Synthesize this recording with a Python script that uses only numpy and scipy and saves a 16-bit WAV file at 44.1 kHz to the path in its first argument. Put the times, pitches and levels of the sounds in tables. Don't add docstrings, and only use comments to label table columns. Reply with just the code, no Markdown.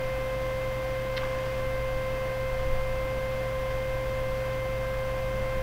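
import sys
import numpy as np
from scipy import signal
from scipy.fft import rfft, irfft, next_fast_len
from scipy.io import wavfile
from scipy.ndimage import map_coordinates

SR = 44100
rng = np.random.default_rng(int(sys.argv[2]) if len(sys.argv) > 2 else 0)


def log_audio(samples):
    frames = np.atleast_2d(samples).T
    limited = np.clip(frames, -1, 1)
    pcm = np.round(limited * 32767).astype(np.int16)
    wavfile.write(sys.argv[1], SR, pcm)


N = 248180

# [onset t/s, peak level/dB, centre of excited band f/Hz, bandwidth/octaves]
CONTACTS = [(1.1663, -27.5, 3800, .8), (1.1705, -24, 3850, .8), (1.1724, -24, 3900, .7),
            (1.1736, -22.5, 3850, .7), (1.1777, -16.5, 2500, 2.5), (1.1799, -20.5, 2600, 1.7),
            (1.2331, -24, 1250, .6), (1.2588, -34, 1500, .6), (1.7783, -34, 2100, .5)]
# [f/Hz, mean relative level/dB, 60 dB decay time t/s]
PLASTIC_MODES = [(1220, -8, 0.019), (1630, 2, .016), (2080, 6, 0.021), (2630, 7, 0.0053), (3030, -3, 0.011),
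                 (3710, 1.5, 0.0075), (4190, -5.5, 0.0081), (4960, -14, 0.0088), (5770, -11, 0.0063),
                 (11400, 12, 0.0025)]
# [centre t/s, length t/s, level/dB]
SLIDES = [(1.247, 0.19, -46.5), (1.483, 0.23, -46), (2.65, 0.23, -61), (3.74, .16, -51)]
# [f/Hz, relative level/dB]
SCRAPE_SPECTRUM = [(500, -27), (1150, 1.5), (1330, -12), (1550, 4), (1950, -8), (2800, -6), (3050, -3.5),
                   (3900, -19), (4700, -14), (7000, -23), (15000, -50)]

# [steady level/dB, level of the fluttering part/dB]
BLADE_TONES = [(-32.5, -59), (-45.5, -55), (-51.5, -58.5), (-46, -60.5), (-60, -64), (-61.5, -76),
               (-73.5, -70), (-80, -79)]
# [shaft multiple, level/dB]
UNBALANCE = [(1, -57), (2, -60.5), (8, -57.5)]
BLADES = 7
BLADE_HZ, CREEP_HZ_PER_S = 522.55, 0.29
WANDER_HZ, JITTER_HZ = 0.18, 0.079

# [f/Hz, level/dB]
HUM = [(50, -40), (100, -59), (120.05, -39.5), (200, -57)]
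HUM_START_DB, HUM_RISE_DB_PER_S = -1.3, 0.4
# [f/Hz, level/dB per Hz]
AIR_SPECTRUM = [(40, -64), (110, -68), (200, -70.5), (370, -76.5), (600, -72.5), (900, -76.5), (1400, -80),
                (2000, -79.5), (2300, -81), (3200, -84.5), (4000, -90.5), (4600, -90), (7000, -100.5),
                (12000, -115)]
# [f/Hz, full width at half the dB lift f/Hz, lift level/dB]
CASE_RESONANCES = [(301, 31, 3), (449, 11, 6.5), (634, 42, 1.5), (730, 56, 5), (1010, 35, 10),
                   (1143, 66, 5), (1200, 22, 2), (1330, 40, 5.5), (1510, 57, 5), (1666, 19, 7.5),
                   (1800, 71, 4), (2005, 41, 4.5), (2476, 86, 3.5), (3470, 240, 1)]

# [f/Hz, level/dB per Hz]
RUMBLE_SPECTRUM = [(3, -85), (8, -58), (13, -52), (19, -51.5), (28, -58.5), (40, -61), (60, -61.5),
                   (85, -71), (160, -85), (500, -120)]
# [centre t/s, length t/s, level over the resting rumble/dB]
LEANS = [(2.68, 0.36, 8), (4.3, 0.15, 0)]
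REST_DB, RESTLESS_DB = -0.7, 2.5

# [f/Hz, level/dB per Hz]
HISS_SPECTRUM = [(1000, -100), (8000, -99.5), (11000, -99.2), (15500, -97)]
# [f/Hz, level/dB]
WHISTLES = [(4339, -76), (4859, -71), (5382, -76), (5907, -69), (6429, -76.5), (7278, -80), (7477, -81),
            (8323, -79), (8523, -77), (10007, -78), (10094, -79), (11577, -74.5), (12623, -74),
            (13905, -79), (14193, -78.5), (14955, -80), (15477, -72)]
TOP_HZ = 15750


def clicks():
    out = np.zeros(N)
    t = np.arange(SR // 10) / SR
    for onset_s, peak_db, centre_hz, octaves in CONTACTS:
        ring = 0
        for hz, level_db, t60 in PLASTIC_MODES:
            mode_db = level_db + rng.normal(0, 3.0)
            ring = ring + amp(mode_db - 60 * t / t60) * np.sin(2 * np.pi * hz * t)
        crack = 0.47 * amp(-60 * t / 0.0069) * rng.standard_normal(len(t))

        half_band = 2 ** (octaves / 2)
        edges = [centre_hz / half_band, min(centre_hz * half_band, SR / 3)]
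        band = signal.butter(2, edges, "bandpass", fs=SR, output="sos")
        hit = signal.sosfilt(band, ring + crack)
        out[round(onset_s * SR):][:len(t)] += amp(peak_db) * hit / np.abs(hit).max()
    return out


def slides():
    grain = rng.standard_normal(N) * amp(4.0 * wobble(220))
    scrape = filtered(grain, lambda hz: amp(along(SCRAPE_SPECTRUM, hz)))
    return swells(SLIDES) * unit(scrape)


def room(x, t60, wet_db):
    t = np.arange(SR // 3) / SR
    tail = rng.standard_normal(len(t)) * amp(-60 * t / t60)
    tail /= np.linalg.norm(tail)
    return x + amp(wet_db) * signal.fftconvolve(x, tail)[:N]


def fan():
    t = np.arange(N) / SR
    unsteadiness = WANDER_HZ * wobble(1.99) + JITTER_HZ * wobble(14)
    blade_hz = BLADE_HZ + CREEP_HZ_PER_S * t + unsteadiness
    turns = np.cumsum(blade_hz) / BLADES / SR

    def spin(order):
        return np.sqrt(2) * np.exp(2j * np.pi * (order * turns + rng.random()))

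    whine = sum(amp(db) * spin(round(order)) for order, db in UNBALANCE)
    for k, (steady_db, flutter_db) in enumerate(BLADE_TONES, 1):
        gain = amp(steady_db) + amp(flutter_db) * flutter(width_hz=12.0)
        whine += gain * spin(k * BLADES)
    return whine.real


def hum():
    t = np.arange(N) / SR
    return tones(HUM) * amp(HUM_START_DB + HUM_RISE_DB_PER_S * t)


def air():
    def density_db(hz):
        lift = sum(db / (1 + (2 * (hz - centre) / width) ** 2) for centre, width, db in CASE_RESONANCES)
        return along(AIR_SPECTRUM, hz) + lift

    return noise(density_db) * amp(0.33 + 0.25 * wobble(5.6))


def desk():
    pressure = np.hypot(1, swells(LEANS)) * amp(REST_DB + RESTLESS_DB * wobble(3))
    return noise(lambda hz: along(RUMBLE_SPECTRUM, hz)) * pressure


def amp(db):
    return 10 ** (np.asarray(db) / 20)


def unit(x):
    return x / np.sqrt(np.mean(np.abs(x) ** 2) + 1e-20)


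def along(points, hz):
    f, v = np.transpose(points)
    return np.interp(np.log(hz + 0.0011), np.log(f), v)


def wobble(rate):
    knots = rng.standard_normal(int(N * rate / SR) + 4)
    return map_coordinates(knots, [np.arange(N) * rate / SR])


def swells(rows):
    t = np.arange(N) / SR
    return sum(amp(db) * np.exp(-(2 * (t - s) / length) ** 2) for s, length, db in rows)


def filtered(x, response):
    m = next_fast_len(N + SR // 2)
    return irfft(rfft(x, m) * response(np.fft.rfftfreq(m, 1 / SR)), m)[:N]


def noise(density_db):
    white = rng.standard_normal(N)
    return filtered(white, lambda hz: amp(density_db(hz))) * np.sqrt(SR / 2)


def flutter(width_hz):
    shape = lambda hz: 1 / (1 + (hz / width_hz) ** 2) ** 0.75
    real, imag = (filtered(rng.standard_normal(N), shape) for _ in range(2))
    return unit(real + 1j * imag)


def tones(rows):
    t = np.arange(N) / SR
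    return np.sqrt(2) * sum(amp(db) * np.sin(2 * np.pi * (hz * t + rng.random())) for hz, db in rows)


def scene():
    cube = room(clicks() + slides(), t60=0.099, wet_db=-8.5)
    return (cube + fan() + hum() + air() + desk())[None]


def record(dry):
    electronics = noise(lambda hz: along(HISS_SPECTRUM, hz)) + tones(WHISTLES)
    return filtered(dry[0] + electronics, lambda hz: hz < TOP_HZ)[None]


dry = scene()
out = record(dry)
log_audio(out)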